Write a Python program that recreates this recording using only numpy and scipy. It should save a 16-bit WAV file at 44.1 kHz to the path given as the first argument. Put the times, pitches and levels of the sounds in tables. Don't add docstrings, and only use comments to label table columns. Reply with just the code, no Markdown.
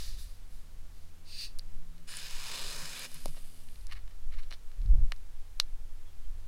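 import sys
import numpy as np
from scipy import signal
from scipy.fft import rfft, irfft
from scipy.io import wavfile
from scipy.ndimage import uniform_filter1d

SR = 44100
rng = np.random.default_rng(int(sys.argv[2]) if len(sys.argv) > 2 else 0)


def master(y):
    cut = np.clip(np.atleast_2d(y).T, -1, 1)
    pcm = np.round(cut * 32767)
    wavfile.write(sys.argv[1], SR, pcm.astype(np.int16))


N = 285327
T = np.arange(N) / SR
RING_N = 6000

# (frequency [Hz], level [dB], time to fall 60 dB [s])
CAP_MODES = [(766, -4, 0.0063), (1160, 3, 0.0043), (1710, -1, 0.0049), (2085, -4.5, 0.0083),
             (2910, -4.5, 0.0055), (3530, -2, 0.0042), (4070, 1, 0.0052), (4615, -3.5, 0.0081),
             (5420, -0.5, 0.0036), (6340, -4, 0.0037), (7420, -4.5, 0.0031), (9190, -5.5, 0.0055),
             (10540, -2.5, 0.0046), (12770, -7.5, 0.0037), (14060, -6.5, 0.0042)]


def undb(db):
    return 10 ** (np.asarray(db) / 20)


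def unit(x):
    return x / np.sqrt(np.mean(x ** 2))


def smooth_twice(x, n):
    return uniform_filter1d(uniform_filter1d(x, n), n)


def played(table):
    s, *columns = np.transpose(table)
    return [np.interp(T, s, column) for column in columns]


def walk(rate):
    k = int(SR / rate)
    steps = np.repeat(rng.standard_normal(N // k + 1), k)
    return unit(smooth_twice(steps, k)[:N])


def steady(x, span_s):
    return x / np.sqrt(smooth_twice(x ** 2, int(span_s * SR)))


def burst(start, rise, hold, fall_db, db):
    falling_s = np.maximum(T - start - rise - hold, 0)
    return np.clip((T - start) / rise, 0, 1) * undb(db - fall_db * falling_s)


def coloured(points):
    hz, db = np.transpose(points)
    f = np.maximum(np.arange(N // 2 + 1) * SR / N, 1)
    gain = undb(np.interp(np.log(f), np.log(hz), db, left=-120, right=-120))
    return irfft(rfft(rng.standard_normal(N)) * gain, N)


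def crackle(rate, spread_db):
    hit, size, sign = rng.random((3, N))
    height = undb(-spread_db * np.log(1 - .98 * size))
    return unit((hit < rate / SR) * height * np.sign(sign - .5))


def resonant(x, peaks, drift_db=0.):
    out = 0
    for k, (hz, width, db) in enumerate(peaks):
        band = signal.lfilter(*signal.iirpeak(hz, hz / width, SR), x)
        out = out + (-1) ** k * undb(db + drift_db * walk(6.94)) * band
    return unit(out)


def ring(modes, weight_db):
    t = T[:RING_N]
    y = 0
    for k, (hz, db, t60) in enumerate(modes):
        decay = 1000. ** (-t / t60)
        y = y + (-1) ** k * undb(db + weight_db[k]) * np.sin(2 * np.pi * hz * t) * decay
    return y / np.abs(y).max()


def nearness(hz, octaves):
    away = np.log2(np.array(CAP_MODES)[:, 0] / hz) / max(octaves, .1)
    return -4.0 * np.log2(1 + away ** 2) * np.where(away > 0, 1.3, 1)


def air():
    # (frequency [Hz], relative density [dB])
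    hiss_spectrum = [(53, -34), (90, -4.5), (109, -15.5), (162, -17), (376, -22.5), (478, -20.5),
                     (556, -23), (769, -24), (4550, -30), (12100, -34), (16000, -39)]
    return unit(coloured(hiss_spectrum)) * undb(-63.5 + 0.14 * walk(2.295))


def drone():
    # (time [s], blade rate [Hz], mean rms level of multiples 1, 2, 3 and 4 [dB each])
    blade_tones = [(0, 81.7, -56.5, -73.5, -77.5, -91), (1.5, 81.5, -61.5, -70, -78.5, -78),
                   (1.8, 81.4, -61, -61.5, -76.5, -79), (1.86, 81.3, -83, -63.5, -77, -82),
                   (2.03, 81.28, -76, -62, -73, -83), (2.12, 82.5, -60.5, -67, -78.5, -83),
                   (3.1, 82.3, -66.5, -66, -70, -79), (3.7, 82.05, -61, -72.5, -75.5, -88),
                   (4.0, 81.8, -63, -96, -88, -97), (5.8, 79.13, -65, -83.5, -90.5, -94),
                   (6.47, 78.5, -55.5, -81, -78, -92)]
    hz, *levels = played(blade_tones)
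    phase = 2 * np.pi * np.cumsum(hz) / SR
    out = 0
    for k, db in enumerate(levels, 1):
        wavering = undb(db + 2.0 * walk(5.05))
        out = out + np.sqrt(2) * wavering * np.sin(k * phase + k)
    return out


def bird():
    # (start [s], length [s], first frequency [Hz], last frequency [Hz], peak level [dB])
    whistles = [(6.058, .055, 3450, 3200, -68), (6.235, .03, 3150, 3100, -68)]
    out = 0
    for s, length, hz0, hz1, db in whistles:
        part = np.clip((T - s) / length, 0, 1)
        phase = 2 * np.pi * np.cumsum(hz0 + (hz1 - hz0) * part) / SR
        out = out + undb(db) * np.sin(np.pi * part) * np.sin(phase)
    return out


def wind():
    # (time [s], pressure swings [dB], buffeting before small gusts [dB])
    gusts = [(0.0, -29.5, -42), (.13, -35, -36), (.35, -37.5, -48), (.95, -37.5, -47), (1.2, -41.5, -66),
             (1.75, -26, -51), (1.9, -37, -48), (2.2, -39, -64), (2.36, -29.5, -51), (2.5, -40.5, -62),
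             (2.7, -31, -50.5), (3.03, -45.5, -62.5), (3.25, -28, -55), (3.55, -37.5, -65.5),
             (3.85, -32.5, -44.5), (4.15, -33.5, -48.5), (4.35, -22, -41), (4.6, -39.5, -52.5),
             (4.74, -30.5, -51.5), (4.8, -38, -33), (4.93, -20.5, -19.5), (5.05, -16.5, -28),
             (5.13, -32.5, -46.5), (5.45, -33.5, -50.5), (5.82, -29, -43.5), (6.03, -36.5, -58),
             (6.3, -28, -42), (6.47, -39, -48.5)]
    # (frequency [Hz], relative density [dB])
    swing_spectrum = [(2, -6.5), (6, 1.5), (14, -4), (26, -24)]
    buffet_spectrum = [(20, 2), (32, 7), (55, -11), (100, -26), (180, -41.5), (400, -77)]
    flutter_spectrum = [(35, -4), (60, 2), (110, -9.5), (200, -25.5), (400, -42.5), (900, -45)]
    gusty_db = 1.7
    strong_db, strong_flutter_db = -17.5, -32
    growth = 1.4

    swing_db, buffet_db = played(gusts)
    buffet_db = buffet_db + gusty_db * walk(9.8)
    swings = steady(coloured(swing_spectrum), 0.18) * undb(swing_db)
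    buffeting = steady(coloured(buffet_spectrum), 0.066) * undb(buffet_db)
    flutter_db = strong_flutter_db + growth * (buffet_db - strong_db)
    flutter = unit(coloured(flutter_spectrum)) * undb(flutter_db)
    return swings + buffeting + flutter


def bumps():
    # (start [s], level before swell and decay [dB], frequency [Hz], time to fall 60 dB [s])
    pushes = [(2.75, -46.5, 146, 0.19), (2.821, -44, 152, 0.22), (3.15, -46, 152, 0.21),
              (3.275, -41, 150, 0.18)]
    out = 0
    for s, db, hz, t60 in pushes:
        age = np.maximum(T - s, 0)
        swell = 1 - np.exp(-age / 0.0089)
        out = out + undb(db) * np.sin(2 * np.pi * hz * age) * 1000. ** (-age / t60) * swell
    return out


def clicks():
    # (time [s], peak of the cap part [dB], brightest [Hz], breadth [octaves], bottle thud relative to it [dB])
    contacts = [(1.410, -34, 6000, 0.66, -40), (1.588, -30.5, 9500, 0.39, -45),
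                (1.5933, -29.5, 4650, 0.16, -42), (1.98, -48, 3500, 0.65, -35),
                (2.138, -37, 1540, 0.4, -29), (2.17, -24.5, 8600, 0.17, -40), (2.309, -35, 9000, 0.53, -40),
                (2.994, -28.5, 10970, .5, -32), (3.051, -36, 9070, 0.64, -27),
                (3.116, -39.5, 9870, .8, -14), (3.144, -31, 11000, 0.32, -38),
                (3.2576, -26.5, 9200, 0.82, -3), (3.281, -38.5, 8040, 0.72, -14),
                (3.347, -50, 1300, .8, -18), (3.368, -46, 3000, 1.07, -5), (3.377, -55, 1500, 0.97, 3),
                (3.687, -44, 2980, 0.35, -38), (3.758, -45, 3477, .8, -30), (3.811, -51, 4900, .4, -30),
                (3.8687, -38.5, 7000, 0.46, -33), (3.920, -41.5, 2070, 0.36, -32),
                (4.078, -45.5, 2300, .7, -21), (4.323, -50, 2190, .4, -25), (4.434, -45.5, 3020, 0.87, -25),
                (4.509, -36.5, 4060, 0.78, -30), (4.5151, -34, 2480, 0.58, -15),
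                (4.5252, -31, 2400, 0.58, -35), (4.534, -44, 2900, .8, -10), (4.716, -46, 2500, 0.79, -27),
                (4.816, -47.5, 3530, 0.68, -25), (4.860, -46, 4000, 0.53, -22),
                (5.1204, -20.5, 2400, 0.57, -27.5), (5.163, -50, 5090, .6, -41),
                (5.5995, -8, 4300, 0.58, -35)]
    # (frequency [Hz], level [dB], time to fall 60 dB [s])
    bottle_modes = [(258, -0.5, 0.018), (380, -1, 0.013), (576, 0, 0.016), (894, -0.5, 0.0083)]
    thud = ring(bottle_modes, np.zeros(len(bottle_modes)))
    chances = rng.standard_normal((len(contacts), len(CAP_MODES)))
    out = np.zeros(N + RING_N)
    for (s, db, hz, octaves, thud_db), chance in zip(contacts, chances):
        snap = ring(CAP_MODES, nearness(hz, octaves) + 0.92 * chance)
        at = int(s * SR)
        out[at:at + RING_N] += undb(db) * (snap + undb(thud_db) * thud)
    return out[:N]


def rubs():
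    # (start [s], hold [s], level [dB], brightest [Hz])
    strokes = [(3.135, .03, -60, 3000), (3.36, 0.01, -56, 2800), (3.435, .03, -71, 2900),
               (3.879, 0.016, -61, 2130), (3.909, 0.019, -55, 2480), (3.948, 0.032, -62.5, 2200),
               (4.105, 0.0096, -65, 2500), (4.315, 0.023, -59, 2300), (4.366, 0.032, -60.5, 2260),
               (4.424, .012, -62.5, 2800), (4.503, .025, -52, 3560)]
    slips = crackle(1800, 2.7) * undb(3.3 * walk(100))
    out = 0
    for s, hold, db, hz in strokes:
        response = ring(CAP_MODES, 0.7 * nearness(hz, 0.4))
        rubbing = unit(signal.fftconvolve(slips, response)[:N])
        out = out + rubbing * burst(s, rise=0.0056, hold=hold, fall_db=600, db=db)
    return out


def fizz():
    # (frequency [Hz], width [Hz], level [dB])
    froth = [(2920, 1300, -3.5), (4740, 890, -1), (9600, 3000, -1), (14000, 3000, -12)]
    ends_s, cut_db_per_s = 3.84, 400
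    cut = undb(-cut_db_per_s * np.maximum(T - ends_s, 0))
    fading = burst(start=3, rise=0.1, hold=.15, fall_db=15.5, db=-58)
    return resonant(crackle(4000, 2.9), froth) * fading * cut


def spray():
    # (time [s], level [dB])
    outflow = [(2.066, -76), (2.076, -51.5), (2.11, -48), (2.35, -47.5), (2.43, -46.5), (2.52, -43.5),
               (2.75, -45), (3.0, -46.5), (3.055, -45), (3.085, -63), (3.14, -57.5), (3.3, -64)]
    # (frequency [Hz], width [Hz], level [dB])
    neck_peaks = [(954, 140, -3), (1510, 265, -1), (2570, 750, -2.5), (3900, 680, -1), (5150, 500, -2)]
    treble_peaks = [(6220, 1200, 0.5), (7900, 1700, 2), (10460, 2400, -3)]
    mist_peaks = [(13800, 5600, 0)]
    gurgle_peaks = [(136, 120, -3), (260, 167, -1.5), (420, 215, 1), (600, 410, -4)]
    wetting_s = 2.03, 2.53

    def wetted(dry_db, wet_db):
        return np.interp(T, wetting_s, (dry_db, wet_db))

    spitting = undb(wetted(4.5, 1.5) * walk(120))
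    sputter = rng.standard_normal(N) * spitting + 1.06 * crackle(2000, 3.2)
    slugs = rng.standard_normal(N) * undb(1.8 * walk(24.9))
    neck = resonant(sputter, neck_peaks, drift_db=1.37)
    treble = undb(wetted(-8.5, -4.5)) * resonant(sputter, treble_peaks, drift_db=0.3)
    mist = undb(wetted(-17, -18)) * resonant(sputter, mist_peaks)
    gurgle = undb(wetted(-23.5, -14)) * resonant(slugs, gurgle_peaks)
    flowing = (T > outflow[0][0]) * (T < outflow[-1][0])
    return undb(played(outflow)[0]) * flowing * (neck + treble + mist + gurgle)


def leak():
    # (start [s], rise [s], hold [s], fall [dB/s], level [dB], treble relative to it [dB])
    gas_flows = [
        [(0.0, 0.00092, 0.005, 89, -45.5, -7), (.17, 0.023, 0.0089, 100, -61.5, 0.5),
         (.49, 0.036, 0.018, 63, -70.5, 1.5), (.9, 0.032, .11, 150, -72.5, -4)],
        [(1.241, .17, 0.038, 370, -44, -12.5)],
        [(2.07, 0.017, .09, 120, -53.5, 0.5)],
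    ]
    # (frequency [Hz], width [Hz], level [dB])
    gap_peaks = [
        [(1740, 750, -10), (2720, 500, -7), (3830, 670, -0.5), (4800, 770, 1.5), (6260, 2200, -7.5)],
        [(1650, 460, -22), (2680, 150, -3), (3700, 730, -8.5), (4580, 360, 2), (5620, 400, -10),
         (6220, 500, -12)],
        [(1670, 64, -2), (3010, 74, -2), (4430, 85, 2), (5170, 250, -1)],
    ]
    gap_treble_peaks = [
        [(7950, 1900, -2), (10100, 1100, 3), (13600, 3000, -4.5)],
        [(8950, 960, 0), (10500, 1200, -7), (13500, 2400, -9)],
        [(7050, 60, -4), (8100, 52, 1), (9800, 280, -4.5), (10440, 40, -5)],
    ]
    out = 0
    for flows, low_peaks, high_peaks in zip(gas_flows, gap_peaks, gap_treble_peaks):
        low = resonant(rng.standard_normal(N), low_peaks)
        high = resonant(rng.standard_normal(N), high_peaks)
        jet = sum(burst(*flow) * (low + undb(treble_db) * high) for *flow, treble_db in flows)
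        out = out + undb(0.82 * walk(61.2)) * jet
    return out


def surroundings(x):
    ground_s, ground_db = .0017, -12
    scatter_t60_s, scatter_db = .07, -19
    t = T[:RING_N]
    reply = rng.standard_normal(len(t)) * 1000. ** (-t / scatter_t60_s) * (t > ground_s)
    reply *= undb(scatter_db) / np.linalg.norm(reply)
    reply[0] = 1
    reply[int(ground_s * SR)] += undb(ground_db)
    return signal.fftconvolve(x, reply)[:N]


def scene():
    bottle = surroundings(bumps() + clicks() + rubs() + fizz() + spray() + leak())
    return (air() + drone() + bird() + wind() + bottle)[None]


def record(dry):
    top_hz = 15850
    low_pass = signal.ellip(10, .2, 60, top_hz, fs=SR, output="sos")
    return signal.sosfilt(low_pass, dry)


dry = scene()
out = record(dry)
master(out)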